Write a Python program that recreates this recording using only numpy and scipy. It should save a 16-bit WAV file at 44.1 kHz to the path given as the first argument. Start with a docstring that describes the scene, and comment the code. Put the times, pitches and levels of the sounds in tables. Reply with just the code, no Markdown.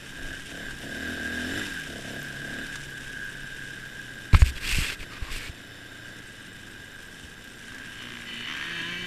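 """A dirt track between trees: a single-cylinder four-stroke trail bike, heard from a camera its rider wears.
The throttle opens in a few bursts, then the bike coasts; firings drive the pipes, knocks ring the metal.
Filtered noise makes tyres, wind and cloth; short falling tones make the chirping chain.
Midway the camera is knocked and rubbed by clothing; at the end two two-strokes ahead accelerate,
made of clicks for the drone and raps, and of harmonics for the rasp."""
import sys
import numpy as np
from scipy import signal
from scipy.fft import rfft, irfft
from scipy.io import wavfile
from scipy.ndimage import map_coordinates

SR = 44100
rng = np.random.default_rng(int(sys.argv[2]) if len(sys.argv) > 2 else 0)


def transcribe(signal):
    """Save signal, clipped to [-1, 1], as a 16-bit WAV file at the path in sys.argv[1]."""
    frames = np.atleast_2d(signal).T
    limited = np.clip(frames, -1, 1)
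    pcm = np.round(limited * 32767).astype(np.int16)
    wavfile.write(sys.argv[1], SR, pcm)


N = 399546
TIME = np.arange(N) / SR
GRID_HZ = np.fft.rfftfreq(8192, 1 / SR)


def amp(db):
    """Turns decibels into a plain multiplier."""
    return 10 ** (np.asarray(db) / 20)


def evened(x):
    """Scales a sound to an rms of 1."""
    return x / np.sqrt(np.mean(x ** 2) + 1e-20)


def noise():
    """White noise as long as the scene."""
    return rng.standard_normal(N)


def curves(rows):
    """Joins the points of each table column by straight lines, one value per sample."""
    s, *columns = np.transpose(rows)
    return [np.interp(TIME, s, c) for c in columns]


def swells(rows):
    """Bell-shaped rises and dips in dB, one value per sample."""
    return sum(db * np.exp(-((TIME - s) / width) ** 2) for s, width, db in rows)


def add(mix, s, sound):
    """Adds a short sound to the mix at the given second."""
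    part = mix[max(round(s * SR), 0):][:len(sound)]
    part += sound[:len(part)]


def wander(hz):
    """Smooth random drift with rms 1, mostly slower than the given rate."""
    low_pass = np.exp(-(np.fft.rfftfreq(N, 1 / SR) / hz) ** 2)
    return evened(irfft(rfft(noise()) * low_pass, N))


def shape(points):
    """Gain of a spectrum on the frequency grid."""
    hz, db = np.transpose(points)
    return amp(np.interp(np.log(GRID_HZ + 1), np.log(hz), db))


def peaks(modes):
    """Gain of a set of steep resonances on the frequency grid."""
    return sum(amp(db) / (1 + (2 * (GRID_HZ - hz) / width) ** 2) for hz, width, db in modes)


def colour(x, gain):
    """Filters with the given gain so that clicks ring only after they land; output rms is 1."""
    log_gain = np.log(np.maximum(np.r_[gain, gain[-2:0:-1]], 1e-5))
    # minimum phase: the filter answers as early as this gain allows
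    response = np.exp(np.conj(signal.hilbert(log_gain)))
    taps = np.fft.ifft(response).real[:len(gain)]
    return evened(signal.oaconvolve(x, taps)[:N])


def pulses(turns, spread_db):
    """One click of uneven size at each whole turn, placed between samples."""
    at = np.flatnonzero(np.diff(np.floor(turns)) > 0)
    late = (np.floor(turns[at + 1]) - turns[at]) / (turns[at + 1] - turns[at])
    size = amp(spread_db * noise()[:len(at)])
    out = np.zeros(N)
    out[at] = size * (1 - late)
    out[at + 1] = size * late
    return out


def bursts(clicks, decay_s):
    """Each click starts a dying puff of noise."""
    envelope = signal.lfilter([1], [1, -np.exp(-1 / (decay_s * SR))], clicks)
    return evened(envelope * noise())


def snap(low_hz, high_hz, decay_s):
    """A short dying burst of noise in one band, about 1 at its start."""
    t = np.arange(SR // 10) / SR
    band = signal.butter(3, [low_hz, min(high_hz, SR / 2 - 1)], "band", fs=SR, output="sos")
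    return evened(signal.sosfilt(band, rng.standard_normal(len(t)))) * np.exp(-t / decay_s)


def chamber(x, round_trip_s, echo):
    """Echoes inside a silencer chamber spread each pulse in time without colouring it."""
    delay = np.exp(-2j * np.pi * np.fft.rfftfreq(N, 1 / SR) * round_trip_s)
    return irfft(rfft(x) * (delay - echo) / (1 - echo * delay), N)


def resonate(x, hz, width):
    """A resonance of gain 1 that follows the curve hz."""
    turn = np.exp(2j * np.pi * np.cumsum(hz) / SR)
    r = np.exp(-np.pi * width / SR)
    return 2 * (turn * signal.lfilter([1 - r], [1, -r], x / turn)).real


def wavering(x, share, hz):
    """Lets the pitch of a ringing sound drift up and down by the given typical share."""
    lag = wander(hz)
    places = np.arange(N) + share * lag / np.std(np.diff(lag))
    return map_coordinates(x, [places], order=3, mode="nearest")


# hiss of tyres and chain, following the road speed: (time [s], level [dB])
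ROLLING = [(0.0, -48), (1.2, -47.5), (1.62, -42.5), (1.9, -46.5), (3.0, -48), (5.7, -55.5), (6.6, -53),
           (7.15, -53), (8.0, -51)]
# spectra of the hiss, the road rumble and the wind: (frequency [Hz], relative level [dB per Hz])
HISS_SPECTRUM = [(200, -37), (1000, 0.5), (3000, 20), (4400, 4.5), (5500, 12), (6700, 8), (8500, 8.5),
                 (10200, 4.5), (12000, -2.5), (12700, -26), (14200, -28), (15300, -15)]
ROAD_SPECTRUM = [(20, 3), (60, -5.5), (120, -2.5), (280, -3), (450, -9), (800, -17), (1200, -16),
                 (3000, -35)]
GUST_SPECTRUM = [(8, -3.5), (28, 3), (50, -9.5), (90, -14.5), (200, -23.5), (1000, -75)]
# gusts on the camera: (time [s], half-width [s], rise above the steady wind [dB])
BUFFETS = [(0.28, 0.13, 22.5), (0.71, 0.082, 21), (2.7, 0.37, 10), (3.6, 0.26, 12.5), (4.3, 0.088, 4)]
WIND_DB, WIND_PER_ROLLING = -58.5, 0.64  # wind at the starting speed; dB it gains per dB of tyre hiss


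def track():
    """Tyres rumble and hiss with grit, and wind buffets the camera: three filtered noises."""
    hiss_db, = curves(ROLLING)
    speed_db = hiss_db - hiss_db[0]
    grit = noise() * amp(2.4 * wander(250) + 1.6 * wander(30))
    hiss = amp(hiss_db - 0.33) * colour(grit, shape(HISS_SPECTRUM))  # just below the table
    rumble_db = -47.5 + 0.45 * speed_db + wander(31)
    rumble = amp(rumble_db) * colour(noise(), shape(ROAD_SPECTRUM))
    wind_db = WIND_DB + WIND_PER_ROLLING * speed_db + swells(BUFFETS)
    wind = amp(wind_db) * colour(noise(), shape(GUST_SPECTRUM))
    return hiss + rumble + wind


# spectrum of grit spraying against the metal: (frequency [Hz], relative level [dB per Hz])
SPRAY_SPECTRUM = [(3000, -37), (6000, -5), (9000, -12), (13000, 9), (15000, -13)]
SPRAY_DB, SPRAY_PER_S = -71, 27  # level at the starting speed; grains per second on average


def spray():
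    """Grains thrown up by the front tyre tick brightly against the metal, at random moments."""
    hiss_db, = curves(ROLLING)
    sizes = amp(4 * np.clip(noise(), -2, 2))
    grains = (rng.random(N) < SPRAY_PER_S / SR) * sizes
    spray_db = SPRAY_DB + hiss_db - hiss_db[0]
    return amp(spray_db) * colour(bursts(grains, decay_s=.003), shape(SPRAY_SPECTRUM))


def scattered(x):
    """Trunks and banks add many faint echoes."""
    t = np.arange(SR // 5) / SR
    taps = rng.standard_normal(len(t)) * (rng.random(len(t)) < .04) * np.exp(-t / .02)
    echoes = signal.oaconvolve(x, taps / np.linalg.norm(taps))[:N]
    return evened(x + .18 * echoes)


# engine speeds of the two bikes ahead: (time [s], crank speed [turns per second])
FAR_REVS = [(6.08, 92), (6.35, 105), (6.52, 113), (6.62, 122), (6.8, 129), (7.05, 124), (7.6, 119),
            (7.72, 128), (7.94, 126), (8.04, 121.6), (8.25, 118), (8.34, 116.6), (8.45, 120), (8.63, 142),
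            (8.8, 148), (9.06, 146)]
NEAR_REVS = [(8.4, 144), (8.52, 156), (8.65, 166), (8.71, 170.7), (8.76, 168.6), (8.81, 165), (8.85, 167.5),
             (8.89, 173.5), (8.97, 176), (9.06, 180.3)]
# their exhausts: (time [s], drone before a 7.5 dB cut [dB], raps [dB], rasp [dB])
FAR_BIKE = [(6.08, -60, -75, -73), (6.5, -49, -72, -56), (6.62, -68, -72, -70), (6.8, -53, -74, -66),
            (7.05, -70, -75, -75), (7.6, -52, -71, -71), (7.72, -48.5, -51, -60), (7.95, -49.5, -52.5, -54),
            (8.01, -46.5, -45.5, -47), (8.165, -43, -43, -51), (8.2, -49, -46, -52),
            (8.255, -44, -44.5, -53), (8.285, -46, -46.5, -41), (8.43, -41, -45, -40.5),
            (8.63, -51, -40.5, -46), (8.8, -50, -47, -42), (9.06, -69, -63, -42)]
NEAR_BIKE = [(8.42, -52, -64, -51), (8.48, -45, -37, -45), (8.62, -44.5, -47, -38), (8.72, -37, -43, -37.5),
             (8.78, -39, -44, -35), (8.9, -38, -50, -37), (8.98, -38, -59, -39.5), (9.06, -37, -54, -39)]
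# resonances of their silencers: (frequency [Hz], width [Hz], relative level [dB])
FAR_SILENCER = [(1200, 220, -27), (1680, 170, -11), (1990, 110, -6.5), (2370, 120, -9), (2630, 99, -6),
                (2975, 200, -2), (3620, 270, -15), (4340, 300, -20)]
NEAR_SILENCER = [(1030, 110, -7), (1630, 140, 3), (1870, 190, 0), (2300, 150, -7), (2640, 150, -6),
                 (2990, 130, 1), (3150, 90, 1), (3580, 220, -8), (4400, 300, -17), (6240, 1600, -25)]
# resonances that take over as a two-stroke comes on song: (frequency [Hz], width [Hz], relative level [dB])
ON_SONG = [(1060, 110, -5), (1590, 130, 2), (1940, 190, 3), (2310, 100, 5), (2650, 130, -3), (3020, 130, 2),
           (3150, 90, -2), (3580, 300, -9), (4400, 330, -9), (6200, 1500, -19)]
SONG_FROM_RATE, SONG_FULL_RATE = 169, 175  # crank turns per second
# spectra of the drone and the raps: (frequency [Hz], relative level [dB per Hz])
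DRONE_SPECTRUM = [(60, -39), (105, -27), (135, -7), (170, 0), (245, 6.5), (350, -3), (430, -22),
                  (520, -17.5), (690, -16.5), (900, -30), (1500, -41)]
RAPS_SPECTRUM = [(200, -39), (750, -15), (1050, -3.5), (1300, -1), (1550, -0.5), (1850, 5.5), (2400, 0),
                 (3100, -1), (3900, -10), (4800, -19), (6000, -12), (8000, -39), (14000, -42)]
# each harmonic swells and fades as the echoes off the trees shift
FADE_DB, FADE_HZ = 3, 14  # typical size; new random values per second


def bike_ahead(revs, levels, silencer, rough):
    """A two-stroke exhaust: low drone, uneven raps, and harmonics lit up by the silencer's resonances."""
    rate, = curves(revs)
    drone_db, raps_db, rasp_db = curves(levels)
    turns = np.cumsum(rate * (1 + .0012 * wander(40) + .0012 * wander(12))) / SR
    beat = pulses(turns, spread_db=.9)
    # when every second firing fails, the next one goes off hard
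    hard = pulses(turns / 2, spread_db=1.6)
    drone = colour(beat + rough * hard, shape(DRONE_SPECTRUM))
    crack = evened(chamber(chamber(hard, .0007, echo=.6), .0011, echo=.45))
    raps = colour(crack + .35 * bursts(hard, decay_s=.0015), shape(RAPS_SPECTRUM))

    on = TIME > levels[0][0]
    gain, song_gain = peaks(silencer), peaks(ON_SONG)
    song = np.clip((rate[on] - SONG_FROM_RATE) / (SONG_FULL_RATE - SONG_FROM_RATE), 0, 1)
    lines = np.zeros(N)
    for k in range(5, 40):  # harmonics of the crank speed
        fade = np.interp(TIME[on] * FADE_HZ, np.arange(200), rng.standard_normal(200))
        plain_size = np.interp(k * rate[on], GRID_HZ, gain)
        song_size = np.interp(k * rate[on], GRID_HZ, song_gain)
        size = (1 - song) * plain_size + song * song_size
        lines[on] += size * amp(FADE_DB * fade) * np.cos(2 * np.pi * (k * turns[on] + rng.random()))
    lines[on] = evened(lines[on])
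    rasp = lines + rough * colour(bursts(beat, decay_s=.003), gain)

    entry = np.clip((TIME - levels[0][0]) / 0.05, 0, 1)
    return entry * (amp(drone_db - 7.5) * drone + amp(raps_db) * scattered(raps) + amp(rasp_db) * rasp)


# fibres snag this often, and this strongly beside the smooth scrape
SNAGS_PER_S, SNAG_SHARE = 170, .6


def snagging():
    """Friction noise of cloth, with single fibres catching and letting go."""
    sizes = amp(4 * np.clip(noise(), -2, 2))
    snags = (rng.random(N) < SNAGS_PER_S / SR) * sizes
    smooth = noise() * amp(1.15 * wander(300) + 0.98 * wander(33))
    return smooth + SNAG_SHARE * bursts(snags, decay_s=.0012)


# strokes of cloth over the camera: (start [s], end [s], level [dB], brightness [0-1],
# push on the housing [dB], pitch of the zipping weave [Hz])
RUBS = [(4.326, 4.387, -33.5, 0.65, -17, 2420), (4.383, 4.438, -36, 0.7, -28, 6900),
        (4.438, 4.511, -35.5, 0.7, -28, 2770), (4.55, 4.592, -39, 0.27, -37, 2740),
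        (4.593, 4.861, -32.5, 0.3, -32, 2610), (4.656, 4.82, -36.5, 1, -48, 2650),
        (4.8, 4.914, -48, 0.8, -50, 1950), (4.805, 4.961, -33, 0.26, -38.5, 2620),
        (4.986, 5.051, -42.5, 0.25, -37, 2710), (5.1, 5.198, -43, 0, -46, 1240),
        (5.2, 5.325, -42.5, 0.12, -40, 1130), (5.3, 5.396, -37, 0.6, -37, 2690),
        (5.377, 5.503, -39, 0.27, -46, 2400)]
# spectra of dull and bright strokes: (frequency [Hz], relative level [dB per Hz])
SCRAPE_SPECTRUM = [(180, -8.5), (400, -5), (700, -14.5), (1150, -6.5), (1700, 1.5), (2200, 0), (2600, 2),
                   (3200, -7), (3700, -6.5), (5000, -9), (6500, -19), (15000, -32)]
SQUEAL_SPECTRUM = [(800, -31), (2000, 2), (2700, 6.5), (3600, -5.5), (4600, -0.5), (6400, -8), (8100, -2),
                   (10000, -11.5), (12000, -9), (15000, -25)]
# the two thread directions of the weave: (pitch ratio, relative level [dB])
WEAVE = [(1, 0.5), (1.29, -5)]
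# zipping tone: level beside the scrape, width, typical unsteadiness of its pitch as a share
ZIP_DB, ZIP_WIDTH_HZ, ZIP_WAVER = -5.5, 85, 0.04


def cloth():
    """Each stroke scrapes over the housing and pushes it about; the weave zips in wavering streaks."""
    dull = colour(snagging(), shape(SCRAPE_SPECTRUM))
    bright = colour(snagging(), shape(SQUEAL_SPECTRUM))
    push = colour(noise(), shape(GUST_SPECTRUM))
    threads = [(noise(), ratio * (1 + ZIP_WAVER * wander(22)), amp(db + 3 * wander(30)))
               for ratio, db in WEAVE]
    out = np.zeros(N)
    for start, end, db, share, push_db, zip_hz in RUBS:
        on = (TIME > start) & (TIME < end)
        nearest_end_s = np.minimum(TIME[on] - start, end - TIME[on])
        contact = np.clip(nearest_end_s / (0.2 * abs(end - start) + 1e-4), 0, 1)
        share = np.clip(share, 0, 1)
        zipping = evened(sum(grip[on] * resonate(x[on], zip_hz * pitch[on], ZIP_WIDTH_HZ)
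                             for x, pitch, grip in threads))
        rubbing = np.sqrt(1 - share) * dull[on] + np.sqrt(share) * bright[on]
        scrape = evened(rubbing + amp(ZIP_DB) * zipping)
        out[on] += contact * (amp(db) * scrape + amp(push_db) * push[on])
    return out


# blows on the camera housing: (time [s], level [dB], pitch [Hz], swell time, strongest at half of it [s])
THUMPS = [(4.3347, 0, 55, 0.0036), (4.347, -1, 70, 0.0072), (4.4198, -2, 66.6, 0.01),
          (4.452, -24, 65, 0.038), (4.722, -20, 27.8, 0.028), (4.77, -15.5, 36, 0.013),
          (4.785, -15, 114, 0.0037), (4.808, -24, 62.4, 0.016), (5.221, -21, 55.5, 0.0077),
          (5.494, -26.5, 79, 0.0071), (7.238, -38.5, 76.6, 0.019)]
# the housing cracks as it is struck: (time [s], level [dB], upper edge of the noise [Hz], decay time [s])
CRACKS = [(4.331, -28, 5000, 0.0021), (4.3434, -22.5, 2980, 0.0062), (4.347, -15.5, 3540, 0.0038),
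          (4.42, -18.5, 3100, 0.0027), (4.927, -38, 4500, 0.003), (5.03, -36, 2980, 0.0028),
          (5.362, -36, 4500, 0.0044)]
# what the housing rings with: (frequency [Hz], level beside the crack [dB], decay time [s])
HOUSING = [(390, 1.5, 0.0013), (646, -10.5, 0.0028), (1020, -4, 0.0023), (2210, -1, 0.0022)]


def handling():
    """Blows on the camera housing: low swinging thumps, and noise cracks that make it ring."""
    out, t = np.zeros(N), np.arange(SR // 4) / SR
    for s, db, hz, swell_s in THUMPS:
        # the padded mount takes up the blow, swings briefly and stops
        swell = 2 * t / swell_s * np.exp(1 - 2 * t / swell_s)
        add(out, s, amp(db) * swell * np.sin(2 * np.pi * hz * t))
    ring = sum(amp(db) * np.sin(2 * np.pi * hz * t) * np.exp(-t / decay_s) for hz, db, decay_s in HOUSING)
    for s, db, bright_hz, decay_s in CRACKS:
        add(out, s, amp(db) * snap(low_hz=895, high_hz=bright_hz, decay_s=decay_s))
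        add(out, s, amp(db) * ring)
    return out


# stones and loose parts tick against the bike: (time [s], level before a 16 dB cut [dB])
TICKS = [(0.396, -27), (0.7084, -25), (2.667, -27), (2.757, -18), (7.475, -32), (7.682, -33), (7.722, -34),
         (7.746, -29), (7.7834, -29), (8.162, -38), (8.399, -41)]
# resonances of the engine casing: (frequency [Hz], width [Hz], relative level [dB])
CASING = [(1538, 67, -8.5), (1614, 54, -1), (1698, 130, -11)]
STONE_RING_DB, STONE_RING_S = 8.5, 0.0076  # casing ring beside each tick: level, decay time


def stones():
    """Sharp noise ticks on the frame and mudguard; each also rings the engine casing."""
    out, t = np.zeros(N), np.arange(SR // 10) / SR
    ring = np.sin(2 * np.pi * CASING[1][0] * t) * np.exp(-t / STONE_RING_S)
    for s, db in TICKS:
        tick = snap(low_hz=1030, high_hz=8600, decay_s=0.0074)
        add(out, s, amp(db - 16) * (tick + amp(STONE_RING_DB) * ring))
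    return out


# spells in which the chain chirps: (start [s], end [s], typical peak level [dB])
CHIRPS = [(0.05, 0.75, -53), (1.87, 3.8, -56.5), (4.05, 5.25, -56.5), (6.2, 7.66, -53)]
# a dry link comes round this often and chirps only some of the time
CHIRP_GAP_S, CHIRP_CHANCE = .087, .8


def chain():
    """Dry links give short, rough, slightly falling chirps as they come round."""
    out, t = np.zeros(N), np.arange(0, .02, 1 / SR)
    passes = np.arange(0, N / SR, CHIRP_GAP_S)
    chances = rng.standard_normal((len(passes), 3))
    lucks = rng.random(len(passes))
    for s, (pitch, size, late), luck in zip(passes, chances, lucks):
        hz = 8400 * (1 + .008 * pitch - 2.25 * t) + 600 * rng.standard_normal(len(t))
        chirp = np.hanning(len(t)) * np.sin(2 * np.pi * np.cumsum(hz) / SR)
        for start, end, db in CHIRPS:
            if start <= s <= end and luck < CHIRP_CHANCE:
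                add(out, s + 0.016 * late, amp(db + 1.7 * size) * chirp)
    return out


# twists of the throttle: (start [s], start of shutting [s], opening [0-1])
THROTTLE = [(0.138, 0.327, 0.59), (0.473, 0.63, 0.78), (0.782, 1.585, 0.84), (1.842, 1.994, 0.92),
            (2.002, 2.18, 0.94), (2.203, 2.424, 0.52), (2.397, 2.618, 0.8), (4.998, 6.14, 0.31)]
OPEN_S, SHUT_S = 0.05, 0.08  # time of a full opening ramp and a full shutting ramp


def throttle():
    """Opening of the throttle: each twist opens, holds and shuts."""
    twists = []
    for start, end, opening in THROTTLE:
        ramps = np.minimum((TIME - start) / OPEN_S, 1 - (TIME - end) / SHUT_S)
        twists.append(opening * np.clip(ramps, 0, 1))
    return np.max(twists, axis=0)


CRUISE_RATE = 33  # firings per second


def level_db(law, rate, opening):
    """Level of an engine part, following the revs and the throttle."""
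    cruise_db, octave_db, throttle_db = law
    return cruise_db + octave_db * np.log2(rate / CRUISE_RATE) + throttle_db * opening


# boom of the exhaust as its gas heats and cools: (time [s], frequency [Hz])
PIPE = [(0, 268), (1.42, 257.5), (1.6, 269), (2.0, 256), (5.6, 283), (6.1, 283), (7, 238)]
# spectrum of the exhaust: (frequency [Hz], relative level [dB per Hz])
EXHAUST_SPECTRUM = [(25, -36), (42, -31), (80, 3.5), (100, 0.5), (122, -12), (165, -5.5), (250, -9.5),
                    (330, -7.5), (430, -4.5), (560, -15), (820, -24.5), (5000, -43)]
# resonances of the airbox: (frequency [Hz], width [Hz], relative level [dB])
INTAKE = [(437, 92, 4.5), (525, 40, 1.5), (667, 124, 4)]
SING_DB, SING_WIDTH_HZ = 10.5, 61  # gain of the singing tone and the range in which it is excited


def pipes(firing, rate, exhaust_db, intake_db):
    """Firings boom in the exhaust, which sings as harmonic 6 meets its resonance; the airbox barks."""
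    muffled = chamber(chamber(firing, .0037, echo=.6), .0083, echo=.65)
    pipe = colour(muffled, shape(EXHAUST_SPECTRUM))
    pipe_hz, = curves(PIPE)
    boom = evened(resonate(pipe, pipe_hz, width=30))
    sixth_hz = 6 * rate
    closeness = 1 / (1 + (2 * (sixth_hz - pipe_hz) / SING_WIDTH_HZ) ** 2)
    sing = resonate(pipe, sixth_hz, width=16) * closeness
    exhaust = evened(.65 * pipe + 0.76 * boom) + amp(SING_DB) * sing
    gulp = evened(chamber(firing, .0016, echo=.75)) + .15 * bursts(firing, decay_s=.006)
    bark = colour(gulp, peaks(INTAKE) / (1 + (GRID_HZ / 840) ** 12))
    return amp(exhaust_db - 1.6) * exhaust + amp(intake_db - 7.5) * bark


# own engine: (time [s], speed [firings per second])
REVS = [(0.0, 32.37), (0.5, 33.67), (0.68, 36.91), (0.77, 31.5), (0.9, 35.61), (1.09, 42.15), (1.21, 38.05),
        (1.33, 41.07), (1.43, 41.27), (1.6, 51.64), (1.87, 35.34), (2.05, 33.5), (2.26, 36.11),
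        (2.34, 34.49), (2.48, 35.01), (2.63, 38.27), (2.95, 32.9), (3.6, 33.2), (4.3, 30.1), (5.5, 27.4),
        (5.9, 28.9), (6.15, 29.6), (6.4, 27), (7.2, 23.5), (7.6, 24.6), (8.1, 29.3)]
# level laws: (coasting at the cruising rate [dB], per octave of revs [dB], added by full throttle [dB])
# the pipes play the exhaust 1.6 dB and the intake 7.5 dB below their laws
EXHAUST_LAW = (-54, 9.8, 13.6)
INTAKE_LAW = (-65.5, -2, 28.6)
RING_LAW = (-41.5, 34, 1)
CLATTER_LAW = (-48, 4.8, 2.55)
# the casing's ring and the piston hum swell or sink: (time [s], half-width [s], change [dB])
RING_SWELLS = [(0.0, 0.15, -10), (0.33, 0.047, 7.5), (0.46, 0.19, -7.5), (0.68, 0.049, 4), (0.81, 0.14, -5),
               (1.3, 0.064, 2.5), (1.57, 0.026, 3), (1.78, 0.027, 8.5), (2.0, 0.3, -5.5), (2.85, 0.057, -7),
               (3.22, 0.075, 5), (4.4, 0.39, 2), (5.57, 0.11, -3.5), (6.95, 0.39, 3), (7.8, 0.17, 7.5)]
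HUM_SWELLS = [(0.2, 0.8, -2.5), (2.3, 0.44, 4.5), (6.8, 0.56, -3), (8.6, 0.42, -5)]
# knocks in one engine cycle, piston first, then valves: (place in the cycle [0-1], relative level [dB])
KNOCKS = [(0.023, 1), (.3, 5), (0.559, -2), (0.761, 3.5)]
# resonances of the thin metal: (frequency [Hz], width [Hz], relative level [dB])
METAL = [(2514, 190, -1), (3002, 185, 2.5), (3620, 340, 1), (4590, 85, -5), (5220, 113, -3),
         (5550, 440, -15.5), (7330, 140, -3.5)]
# spectrum added under them: (frequency [Hz], relative level [dB per Hz])
CLATTER_SPECTRUM = [(100, -8.5), (800, -8.5), (1150, -10.5), (1400, 3.5), (2000, 4), (2400, -15),
                    (3900, -8.5), (4300, -16), (8000, -20), (11500, -16.5), (15000, -29)]
# above these firings per second the exhaust and the clatter grow faster
PULLING_RATE, PULLING_DB_PER_OCTAVE = 47.3, 12
STRAIN_RATE, STRAIN_DB_PER_OCTAVE = 33.6, 9.5
RING_LEAST_RATE, RING_FULL_RATE = 28.2, 34.96  # the ring follows the revs only between these
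RING_DRIFT, RING_DRIFT_HZ = .011, 27  # the casing's pitch wavers by this typical share, about this fast
INTAKE_CURVE = 0.62  # the airbox barks already at part throttle: power of the opening


def engine():
    """Firings drive the pipes; piston and valve knocks ring the casing and the thin metal."""
    rate, = curves(REVS)
    opening = throttle()
    exhaust_db = level_db(EXHAUST_LAW, rate, opening)
    exhaust_db = exhaust_db + PULLING_DB_PER_OCTAVE * np.log2(np.maximum(rate / PULLING_RATE, 1))
    intake_db = level_db(INTAKE_LAW, rate, opening ** INTAKE_CURVE)
    ring_rate = np.clip(rate, RING_LEAST_RATE, RING_FULL_RATE)
    ring_db = level_db(RING_LAW, ring_rate, opening) + swells(RING_SWELLS)
    strain_db = STRAIN_DB_PER_OCTAVE * np.log2(np.maximum(rate / STRAIN_RATE, 1))
    clatter_db = level_db(CLATTER_LAW, rate, opening) + strain_db

    turns = np.cumsum(rate * (1 + .001 * wander(25))) / SR  # engine cycles, one firing in each
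    firing = pulses(turns, spread_db=.4)
    load = np.clip((exhaust_db + 48) / 12, 0, 1)
    # the piston's inertia hums at twice the crank speed, louder at higher revs up to a limit
    hum_db = -53 + 60 * np.log10(np.minimum(rate, 35) / 32) - 8 * load ** 4
    hum_db = hum_db + swells(HUM_SWELLS) + 1.5 * wander(5)
    hum = amp(hum_db) * np.sqrt(2) * np.sin(2 * np.pi * 4 * turns)

    knocks = sum(amp(db) * pulses(turns - place + .006 * wander(40), spread_db=1) for place, db in KNOCKS)
    # under load the combustion itself strikes the casing harder
    thrust = .45 + .25 * load
    blows = (evened(knocks) + thrust * evened(firing)) / np.hypot(1, thrust)
    struck = colour(blows + .55 * bursts(blows, decay_s=.009), peaks(CASING))
    ring = amp(ring_db) * wavering(struck, RING_DRIFT, RING_DRIFT_HZ)
    rattle = bursts(blows, decay_s=.004) + 1.5 * noise()
    clatter = amp(clatter_db) * colour(rattle, peaks(METAL) + shape(CLATTER_SPECTRUM))
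    return pipes(firing, rate, exhaust_db, intake_db) + hum + ring + clatter


def scene():
    """All sources together, from the background to the rider's own engine."""
    background = track() + spray()
    far_bike = bike_ahead(FAR_REVS, FAR_BIKE, FAR_SILENCER, rough=.7)
    near_bike = bike_ahead(NEAR_REVS, NEAR_BIKE, NEAR_SILENCER, rough=.35)
    camera = cloth() + handling()
    own_bike = stones() + chain() + engine()
    return (background + far_bike + near_bike + camera + own_bike)[None]


OVERLOAD = 0.98  # level towards which a soft limiter holds the peaks
EDGE_HZ = 15300  # upper band limit


def record(dry):
    """A soft limiter keeps the hardest knocks in range; then a low-pass removes the highest treble."""
    soft = OVERLOAD * np.tanh(dry / OVERLOAD)
    low_pass = signal.firwin(511, EDGE_HZ, window=("kaiser", 9), fs=SR)
    return signal.oaconvolve(soft, low_pass[None], "same")


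dry = scene()
out = record(dry)
transcribe(out)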